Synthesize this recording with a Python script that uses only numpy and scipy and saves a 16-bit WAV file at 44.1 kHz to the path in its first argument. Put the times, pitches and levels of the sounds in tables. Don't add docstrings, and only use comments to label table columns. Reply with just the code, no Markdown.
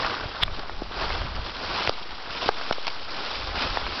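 import sys
import numpy as np
from scipy import signal
from scipy.fft import rfft, irfft, next_fast_len
from scipy.io import wavfile
from scipy.ndimage import uniform_filter1d, map_coordinates

SR = 44100
rng = np.random.default_rng(int(sys.argv[2]) if len(sys.argv) > 2 else 0)


def transcribe(u):
    v = np.clip(np.atleast_2d(u).T, -1, 1)
    q = np.round(v * 32767).astype(np.int16)
    wavfile.write(sys.argv[1], SR, q)


N = 176400


def amp(db):
    return 10 ** (np.asarray(db) / 20)


def unit(x):
    return x / np.sqrt(np.mean(x ** 2) + 1e-20)


def clock(length=N):
    return np.arange(length) / SR


def curve(rows):
    return np.interp(clock(), *np.transpose(rows))


def wobble(knots_per_s):
    return map_coordinates(rng.standard_normal(4096), [clock() * knots_per_s], mode="wrap")


def equalise(x, eq, top_hz=SR / 2):
    size = next_fast_len(N + 8192)
    hz = np.fft.rfftfreq(size, 1 / SR)
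    freq_hz, gain_db = np.transpose(eq)
    gain = amp(np.interp(np.log(hz + 1), np.log(freq_hz), gain_db))
    return irfft(rfft(x, size) * gain * (hz < top_hz), size)[:N]


def noise(eq):
    return unit(equalise(rng.standard_normal(N), eq))


def patchy_noise(eq, patchy_db):
    spectrogram = signal.stft(rng.standard_normal(N), nperseg=256)[2]
    patches = uniform_filter1d(rng.standard_normal(spectrogram.shape), size=5, axis=0)
    patches = unit(uniform_filter1d(patches, size=5, axis=1))
    mottled = signal.istft(spectrogram * amp(patchy_db * patches), nperseg=256)[1][:N]
    return unit(equalise(mottled, eq))


def decay(t, t60_s):
    return (t >= 0) * np.exp(-np.log(1000) * np.abs(t) / t60_s)


def ring(t, pitch_hz, t60_s):
    return np.sin(2 * np.pi * pitch_hz * t) * decay(t, t60_s)


def add(out, start_s, sound):
    part = out[round(start_s * SR):][:len(sound)]
    part += sound[:len(part)]


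# time_s, level_db
BUFFET_RIDE = [(0.0, -43.5), (0.2, -47.5), (0.24, -41), (0.4, -46.5), (0.44, -23.5), (0.66, -39.5),
               (0.74, -36.5), (0.82, -37.5), (1.42, -33.5), (1.52, -43), (1.72, -35), (1.78, -46),
               (3.34, -42.5), (3.42, -37), (3.88, -33.5), (4.0, -55.5)]
# freq_hz, gain_db
BUFFET_EQ = [(8, -4), (20, -0.5), (33, -0.5), (55, -6.5), (80, -7), (120, -17.5), (200, -23), (500, -39.5)]


def wind_buffet():
    lumps = amp(1.9 * wobble(14))
    return amp(curve(BUFFET_RIDE)) * unit(lumps * noise(BUFFET_EQ))


# time_s, level_db
BODY_RIDE = [(0, -34.5), (0.06, -28.5), (0.15, -35.5), (0.4, -38.5), (0.57, -32), (0.68, -36.5),
             (0.88, -43), (1.02, -28.5), (1.07, -35.5), (1.13, -33.5), (1.3, -39.5), (1.53, -37.5),
             (1.63, -35.5), (1.82, -30.5), (1.96, -35.5), (2.03, -36.3), (2.25, -37.5), (2.47, -33),
             (2.6, -30.5), (2.8, -31), (2.9, -30), (3.02, -36.8), (3.26, -29.5), (3.42, -36.5), (3.52, -34),
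             (3.62, -30), (3.72, -35.5), (4, -35.5)]
HISS_RIDE = [(0, -33), (0.06, -32.3), (0.15, -38.5), (0.4, -40.5), (0.57, -34.5), (0.68, -40), (0.88, -44),
             (1.02, -33), (1.07, -36.5), (1.13, -34.5), (1.3, -41.5), (1.53, -40.0), (1.63, -36),
             (1.82, -30.5), (1.96, -32.5), (2.03, -36.0), (2.25, -37.5), (2.47, -29.5), (2.6, -29),
             (2.8, -28), (2.9, -28.5), (3.02, -34), (3.26, -29), (3.42, -34), (3.52, -36.5), (3.62, -29),
             (3.72, -35), (4, -34.5)]
# freq_hz, gain_db
BODY_EQ = [(60, -11), (160, -8), (300, -3), (550, -2.5), (800, -1.5), (1050, -1), (1400, -1), (1700, -6.5),
           (2100, -15.5), (3500, -31)]
HISS_EQ = [(200, -22.5), (900, 2), (1800, -1.5), (2500, 1), (3300, 1.5), (4000, 0.5), (4900, 0.5),
           (5400, -2), (6200, -9)]


def leafy_rush(body_trim_db=-1.67, hiss_trim_db=1):
    flutter_db = 0.87 * wobble(45)
    body_db = curve(BODY_RIDE) + body_trim_db + flutter_db + 0.56 * wobble(130)
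    body = amp(body_db) * patchy_noise(BODY_EQ, patchy_db=2.0433)
    hiss_db = curve(HISS_RIDE) + hiss_trim_db + flutter_db + 1.8 * wobble(300)
    hiss = amp(hiss_db) * patchy_noise(HISS_EQ, patchy_db=1.5)
    return body + hiss


def crackle(ticks_per_s=43, centre_hz=1190, pitch_spread=0.35, t60_cycles=10, scatter_db=3, trim_db=0.5):
    out, t = np.zeros(N), clock(SR // 30)
    starts_s = rng.uniform(0, N / SR, 512)[:int(ticks_per_s * N / SR)]
    for start_s, (detune, strength) in zip(starts_s, rng.standard_normal((512, 2))):
        pitch_hz = centre_hz * np.exp(pitch_spread * detune)
        add(out, start_s, amp(scatter_db * strength) * ring(t, pitch_hz, t60_cycles / pitch_hz))
    return out * amp(curve(BODY_RIDE) + trim_db)


# start_s, level_db, pitch_hz, t60_s
HAND_BUMPS = [(0.256, -22, 109.3, 0.035), (.52, -26, 75, .06), (1.21, -22, 75.6, 0.079),
              (1.249, -26.5, 138.7, .06), (1.391, -23.5, 65, 0.054), (1.883, -19, 90.2, 0.046),
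              (2.131, -26, 45.3, 0.045), (2.461, -24, 290, 0.029), (2.711, -15, 240, 0.028),
              (3.44, -24.5, 55, 0.08), (3.65, -24, 80, 0.068), (3.707, -22, 65.5, 0.055)]


def hand_bumps():
    out, t = np.zeros(N), clock(SR // 5)
    for start_s, level_db, pitch_hz, t60_s in HAND_BUMPS:
        add(out, start_s, amp(level_db) * ring(t, pitch_hz, t60_s))
    return out


def casing_rub(length_s=0.26, slips_per_s=60, centre_hz=1283, t60_s=0.0157, first_db=-19,
               fade_db_per_s=25):
    out, t = np.zeros(N), clock(SR // 30)
    slips = rng.standard_normal((64, 3))[:int(length_s * slips_per_s)]
    for k, (late, detune, strength) in enumerate(slips):
        start_s = abs(k + 0.26 * late) / slips_per_s
        level_db = first_db - fade_db_per_s * start_s + 0.5 * strength
        pitch_hz = centre_hz * np.exp(0.14 * detune)
        add(out, start_s, amp(level_db) * ring(t, pitch_hz, t60_s))
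    return out


# start_s, level_db, t60_s
FINGER_SCRAPES = [(0.593, -21.5, 0.036), (2.7255, -5, 0.029), (2.8683, -7, 0.026), (2.879, -8, .032)]
# freq_hz, gain_db
GRIT_EQ = [(150, -17.5), (900, 5), (1800, -3.5), (2500, 2), (4500, 1), (6000, -4.5)]


def finger_scrapes():
    envelope = sum(amp(level_db) * decay(clock() - start_s, t60_s)
                   for start_s, level_db, t60_s in FINGER_SCRAPES)
    return envelope * noise(GRIT_EQ)


SNAP_S = 0.4347
# freq_hz, gain_db
SQUEAK_EQ = [(300, -22.5), (1400, -13), (2900, -11.5), (3250, -9), (3480, 0.5), (3700, -10), (4500, -16.5),
             (6000, -24)]


def grip_snap(squeak_db=-15.5, swell_s=0.0081, crack_db=-11, ping_db=-4.5):
    t = clock() - SNAP_S
    squeak = amp(squeak_db) * (t < 0) * np.exp(-np.abs(t) / swell_s) * noise(SQUEAK_EQ)
    crack = amp(crack_db) * decay(t, t60_s=0.0024) * noise(GRIT_EQ)
    ping = amp(ping_db) * ring(t, pitch_hz=3470, t60_s=0.013)
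    return squeak + crack + ping


# pitch_ratio, gain_db
CASING_MODES = [(.28, -8.5), (.55, -2), (1, 2), (1.5, -4), (2.05, -3.5)]
# start_s, level_db, pitch_hz, t60_s, crack_db (relative to the hit)
FINGER_KNOCKS = [(0.0471, -14.5, 1204, 0.00775, -15), (.4795, -21.5, 1150, 0.0237, -24),
                 (.6955, -17.5, 905, 0.0092, -16.5), (0.819, -16, 337, 0.0169, -23),
                 (0.911, -26.5, 402, 0.015, -9), (1.104, -20.5, 1040, 0.0185, -18),
                 (1.217, -24, 1020, 0.009, -13.5), (1.8748, -9, 1336, 0.0055, 0),
                 (1.894, -4.5, 587, 0.0088, -1), (2.4893, -7, 686.8, 0.015, -6),
                 (2.4919, -8.5, 780, 0.017, -7), (2.612, -11.5, 784, 0.0073, -20),
                 (2.71, -2.5, 696, 0.01058, -23.5), (2.782, -12, 558, 0.013, -20),
                 (3.772, -14, 914, 0.012, -18), (3.866, -21, 1100, 0.01, -17.5)]


def finger_knocks(crack_t60_s=0.01, low_cut_hz=170):
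    out, t = np.zeros(N), clock(SR // 10)
    for start_s, level_db, pitch_hz, t60_s, crack_db in FINGER_KNOCKS:
        tone = sum((-1) ** k * amp(gain_db) * ring(t, pitch_hz * pitch_ratio, t60_s)
                   for k, (pitch_ratio, gain_db) in enumerate(CASING_MODES))
        crack = amp(crack_db) * decay(t, crack_t60_s) * rng.standard_normal(len(t))
        add(out, start_s, amp(level_db) * (tone + crack))
    return signal.lfilter(*signal.butter(1, low_cut_hz, "high", fs=SR), out)


def scene():
    wind_bed = leafy_rush() + wind_buffet()
    handling = finger_knocks() + finger_scrapes() + hand_bumps() + grip_snap()
    return (wind_bed + handling + crackle() + casing_rub())[None]


def gain_control(x, threshold_db=-19.5, sense_s=0.002816, attack_s=0.00175, release_db_per_s=14.5):
    power = np.abs(uniform_filter1d(x ** 2, round(sense_s * SR)))
    over_db = np.maximum(10 * np.log10(power + 1e-12) - threshold_db, 0)
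    ramp_db = release_db_per_s * clock()
    held_db = np.maximum.accumulate(over_db + ramp_db) - ramp_db
    pole = np.exp(-1 / (attack_s * SR))
    cut_db = signal.lfilter([(1 - pole) ** 2], np.poly([pole, pole]), held_db)
    zero_shift = -0.0031 * cut_db
    return x * amp(-cut_db) + zero_shift


# freq_hz, gain_db
CAMERA_EQ = [(5000, 1), (5450, -1), (5750, -7), (6000, -15), (6250, -33.5)]


def record(dry, band_hz=6350, tick_db=-15.5, top_hz=16000):
    ducked = gain_control(equalise(dry[0], CAMERA_EQ))
    heard = equalise(ducked, [(1, 0.0068)], band_hz)
    add(heard, SNAP_S, amp([tick_db]))
    return equalise(heard, [(7000, 0.5), (14000, -2.5), (16000, -13.5)], top_hz)[None]


dry = scene()
out = record(dry)
transcribe(out)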